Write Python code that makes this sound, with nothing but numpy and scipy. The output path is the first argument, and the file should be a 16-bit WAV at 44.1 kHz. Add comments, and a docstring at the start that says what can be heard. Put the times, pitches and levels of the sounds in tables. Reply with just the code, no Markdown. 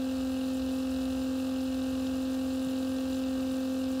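"""A small electric macerator pump runs steadily on a lawn, close by. From the start its six
impeller vanes hum and tick, the shaft knocks in the same pattern every turn, and water churns
through the housing and hose over a low outdoor rumble and drone. Grit clicks in the housing
near 0.8 s and 2.1 s. A soft thud at 2.7 s comes just before a last click, and around then
the load shifts and a few partials of the hum swell."""
import sys
import numpy as np
from scipy import signal
from scipy.fft import rfft, irfft, next_fast_len
from scipy.io import wavfile
from scipy.ndimage import map_coordinates

SR = 44100
rng = np.random.default_rng(int(sys.argv[2]) if len(sys.argv) > 2 else 0)


def int16_out(signal):
    """Quantize to a 16-bit WAV file."""
    q = np.round(np.clip(np.atleast_2d(signal).T, -1, 1) * 32767)
    wavfile.write(sys.argv[1], SR, q.astype(np.int16))


N = 176400

def amp(db):
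    """Amplitude grows tenfold for every 20 dB."""
    return 10 ** (np.asarray(db) / 20)

def unit(x):
    """Normalisation to an rms of 1."""
    return x / np.sqrt(np.mean(x ** 2) + 1e-20)

def wobble(rate):
    """Random modulation: a smooth curve through `rate` random knots a second."""
    knots = rng.standard_normal(1024)
    return map_coordinates(knots, [np.arange(N) * rate / SR], mode="wrap")

def filtered(x, response):
    """Linear filtering multiplies the spectrum by a frequency response."""
    size = next_fast_len(N + SR // 2)
    return irfft(rfft(x, size) * response(np.fft.rfftfreq(size, 1 / SR)), size)[:N]

def coloured(x, spectrum):
    """Spectral shaping by (Hz, dB) points, falling 12 dB an octave beyond them; the rms is 1."""
    hz, db = np.transpose(spectrum)
    def response(f):
        gain = amp(np.interp(np.log(f + 1), np.log(hz), db))
        return gain * np.minimum(f / hz[0], 1) ** 2 / np.maximum(f / hz[-1], 1) ** 2
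    return unit(filtered(x, response))

def ringing(force, modes):
    """Resonance: each mode passes a narrow band of the force that drives it."""
    def peak(f, hz, width):
        return (1j * f * width / (hz * hz - f * f + 1j * f * width)) ** 2
    # Squaring narrows a peak; the factor 1.55 restores its width.
    return sum(amp(db) * unit(filtered(force, lambda f: peak(f, hz, 1.55 * width)))
               for hz, width, db in modes)

def contacts(turns, pattern, decay_ms, scatter_db):
    """Impact excitation: decaying noise bursts of uneven strength at set angles of every turn."""
    angle, db = np.transpose(pattern)
    at_turn = (np.arange(180)[:, None] + angle).ravel()
    scatter = scatter_db * np.clip(rng.standard_normal(len(at_turn)), -2, 2)
    strength = amp(np.resize(db, len(at_turn)) + scatter)
    blows = np.bincount(np.searchsorted(turns, at_turn), strength, N + 1)[:N]
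    envelope = signal.lfilter([1], [1, -np.exp(-1e3 / (decay_ms * SR))], blows)
    return envelope * rng.standard_normal(N)

# The shaft's speed. Each row: time in seconds, turns per second.
SHAFT_SPEED = [(0, 43.5), (.3, 43.52), (.55, 43.44), (.8, 43.52), (1.05, 43.46), (1.3, 43.52),
               (1.75, 43.43), (2.1, 43.49), (2.4, 43.56), (2.75, 43.54), (3.1, 43.6), (3.7, 43.52),
               (4, 43.52)]
def shaft_turns(t):
    """Angle, here in turns, is the integral of rotational speed."""
    return np.cumsum(np.interp(t, *np.transpose(SHAFT_SPEED))) / SR

# The knocks of one turn. Each row: angle in turns, relative level in dB.
KNOCK_PATTERN = [(0.036, -5), (.158, -1), (0.206, -6.5), (0.324, -4.5), (.38, -8.5), (0.543, -5),
                 (0.712, -6.5), (.878, 0.5), (0.918, -5), (.985, -3)]
# Their clack. Each row: frequency in Hz, relative spectral density in dB.
KNOCK_SPECTRUM = [(1800, -21), (2500, -12), (2850, -11.5), (3280, -18), (3450, 0.5), (4000, 1.5),
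                  (4700, -1), (5150, -3.5), (6000, -8.5), (8000, -12), (15000, -21)]
# The casing's resonances. Each row: frequency in Hz, bandwidth in Hz, rms level in dB.
CASING_MODES = [(2652, 65, -68.5), (2843, 164, -58.5), (3435, 140, -69.5), (3900, 460, -67.5),
                (5113, 300, -72.5)]
def shaft_knocks(turns):
    """Impacts of the shaft, drifting in force, clack and excite the modes of the casing."""
    blows = contacts(turns, KNOCK_PATTERN, decay_ms=0.44, scatter_db=2) * amp(0.58 * wobble(20))
    return amp(-55.5) * coloured(blows, KNOCK_SPECTRUM) + ringing(blows, CASING_MODES)

VANES = 6
# The pump body's hum and whine. Each row: multiple of the shaft speed, level in dB re HUM_DB.
HARMONICS = [(2, -24), (3, -39), (4, -37), (5, -31), (6, -2.5), (7, -28.5), (8, -39.5), (9, -40),
             (11, -29.5), (12, -13.5), (13, -34.3), (14, -39), (15, -41.5), (16, -35), (17, -35.5),
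             (18, -31.5), (19, -31.5), (20, -41), (21, -57), (22, -51), (23, -43.5), (24, -37), (25, -45.5),
             (26, -34.5), (28, -40.5), (29, -40), (30, -37), (31, -37), (32, -40.5), (33, -37.5), (34, -44),
             (35, -43.5), (36, -33), (37, -35.5), (38, -47), (39, -50), (40, -61), (41, -45.3), (42, -39.5),
             (43, -48), (44, -68), (46, -60.8), (47, -57.4), (48, -55), (49, -55), (50, -60), (51, -56),
             (54, -44), (56, -49), (57, -63), (59, -46), (60, -33.5), (61, -45), (63, -46.2), (65, -43),
             (70, -49), (71, -53), (72, -39)]
# The effect of the load shift. Each row: multiple of the shaft speed, change of level in dB.
LOAD_CHANGES = [(4, -3), (5, 7), (12, 1.8), (36, 2), (54, 3)]
HUM_DB, LOAD_SHIFT_S, LOAD_RISE_S = -29, 2.87, 0.39
def pump_hum(t, turns):
    """Periodic motion gives harmonics: the first two vane-passing tones are firm, the rest waver."""
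    load = np.tanh((t - LOAD_SHIFT_S) / LOAD_RISE_S) / 2
    angle, knock_db = np.transpose(KNOCK_PATTERN)
    hum = np.zeros(N)
    for order, db in HARMONICS:
        firm = order in (VANES, 2 * VANES)
        waver_db = (0.13 if firm else 1.5) * wobble(14)
        envelope = unit(amp(waver_db + dict(LOAD_CHANGES).get(order, 0) * load))
        # The wavering harmonics take their phase from the knock pattern.
        phase = 0 if firm else np.angle(np.sum(amp(knock_db) * np.exp(-2j * np.pi * order * angle)))
        hum += amp(db) * envelope * np.sin(2 * np.pi * order * turns + phase)
    return amp(HUM_DB) * np.sqrt(2) * hum

# Each entry: relative level of one vane's tick in dB.
VANE_LEVELS = [-1, 0, .5, -1, 0, -2.5]
# The ticks and the rubbing. Each row: frequency in Hz, relative spectral density in dB.
TICK_SPECTRUM = [(3000, -17), (5500, -1), (6500, -1), (6800, 0), (7200, -1), (8200, -0.5), (9500, -5),
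                 (11000, -8), (11800, -1.5), (12700, -12), (14200, -6), (14900, -5), (15700, -7)]
RUB_SPECTRUM = [(1800, -16), (2200, -7), (2800, 5.5), (3250, 3), (3900, 3.5), (5300, -2), (5900, -4.5),
                (6500, -3), (6800, -7), (7200, -7), (8300, -3.5), (9000, -13.5), (12700, -18), (14200, -4),
                (15700, -23)]
# The motor's resonances. Each row: frequency in Hz, bandwidth in Hz, rms level in dB.
MOTOR_MODES = [(7230, 200, -68), (10305, 130, -73.5), (10410, 170, -69), (14100, 250, -74)]
def impeller_vanes(turns):
    """Impact and friction: passing vanes tick over a rubbing hiss, and both ring the motor."""
    pattern = [(0.115 + k / VANES, db) for k, db in enumerate(VANE_LEVELS)]
    ticks = contacts(turns, pattern, decay_ms=0.53, scatter_db=1.7) * amp(1.4 * wobble(25.04))
    rub = rng.standard_normal(N)
    ring = ringing(unit(ticks) + amp(-7) * rub, MOTOR_MODES)
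    return amp(-58) * coloured(ticks, TICK_SPECTRUM) + amp(-54.5) * coloured(rub, RUB_SPECTRUM) + ring

# The churning water. Each row: frequency in Hz, relative spectral density in dB.
WATER_SPECTRUM = [(60, 0.5), (110, -3.5), (220, 1.5), (320, -3.5), (390, -2.5), (430, -3.5), (480, 1.5),
                  (550, -10), (620, -4), (700, -1), (790, -9.5), (920, -9.5), (1050, -12), (1220, -5),
                  (1420, -14), (1620, -13.5), (1750, -15), (2100, -22.5), (3000, -28.5)]
def water():
    """Turbulence in the housing and hose makes broadband noise of nearly steady level."""
    return amp(-50 + 0.42 * wobble(29.9)) * coloured(rng.standard_normal(N), WATER_SPECTRUM)

# The outdoor rumble. Each row: frequency in Hz, relative spectral density in dB.
RUMBLE_SPECTRUM = [(20, -36), (33, -32), (44, -12), (65, -1), (90, -3), (120, -12), (300, -32)]
# The swell of rumble and drone. Each row: time in seconds, gain in dB.
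BASS_ENVELOPE = [(0, -58), (.22, -50), (.39, -59), (.63, -48.5), (.77, -58), (1.0, -49), (1.2, -50),
                 (1.55, -57), (1.72, -50.5), (2.2, -54), (2.36, -62), (2.54, -53), (2.8, -58),
                 (2.94, -53.5), (3.35, -51), (3.63, -60), (3.78, -60), (3.93, -53)]
def rumble_and_drone(t, drone_hz=66.4):
    """Amplitude modulation: outdoor rumble and a wavering drone swell under one envelope."""
    rumble = amp(-4) * coloured(rng.standard_normal(N), RUMBLE_SPECTRUM)
    waver = amp(2 * wobble(2.7))
    drone = amp(-0.5) * unit(waver * np.sin(2 * np.pi * drone_hz * t + 0.6 * wobble(4.6)))
    return amp(np.interp(t, *np.transpose(BASS_ENVELOPE))) * (rumble + drone)

# Grit striking the housing. Each row: start in seconds, initial level in dB.
GRIT_HITS = [(.76, -45), (2.068, -43), (2.757, -45)]
# Its click. Each row: frequency in Hz, relative spectral density in dB.
GRIT_SPECTRUM = [(2500, -20), (3300, 2), (4200, -4), (6000, -12), (9000, -31)]
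def grit(t, decay_ms=4.9):
    """Damping makes the click of each impact on the housing die away exponentially."""
    envelope = sum(amp(db) * (t >= start) * np.exp(-np.abs(t - start) * 1e3 / decay_ms)
                   for start, db in GRIT_HITS)
    return envelope * coloured(rng.standard_normal(N), GRIT_SPECTRUM)

def thud(t, peak_s=2.672, hz=150, half_width_ms=4):
    """A Gaussian pulse of a low tone, too brief to carry a pitch, is heard as a soft thud."""
    since = t - peak_s
    return amp(-35) * np.exp(-(since * 1e3 / half_width_ms) ** 2) * np.cos(2 * np.pi * hz * since)

def scene():
    """Superposition: the sources add, with one shaft keeping knocks, hum and ticks in step."""
    t = np.arange(N) / SR
    turns = shaft_turns(t)
    pump = shaft_knocks(turns) + pump_hum(t, turns) + impeller_vanes(turns)
    return (pump + water() + rumble_and_drone(t) + grit(t) + thud(t))[None]

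CUTOFF_HZ = 15750
def record(dry):
    """Band limiting: an ideal low-pass filter removes the highest treble."""
    return filtered(dry[0], lambda hz: hz < CUTOFF_HZ)[None]

dry = scene()
out = record(dry)
int16_out(out)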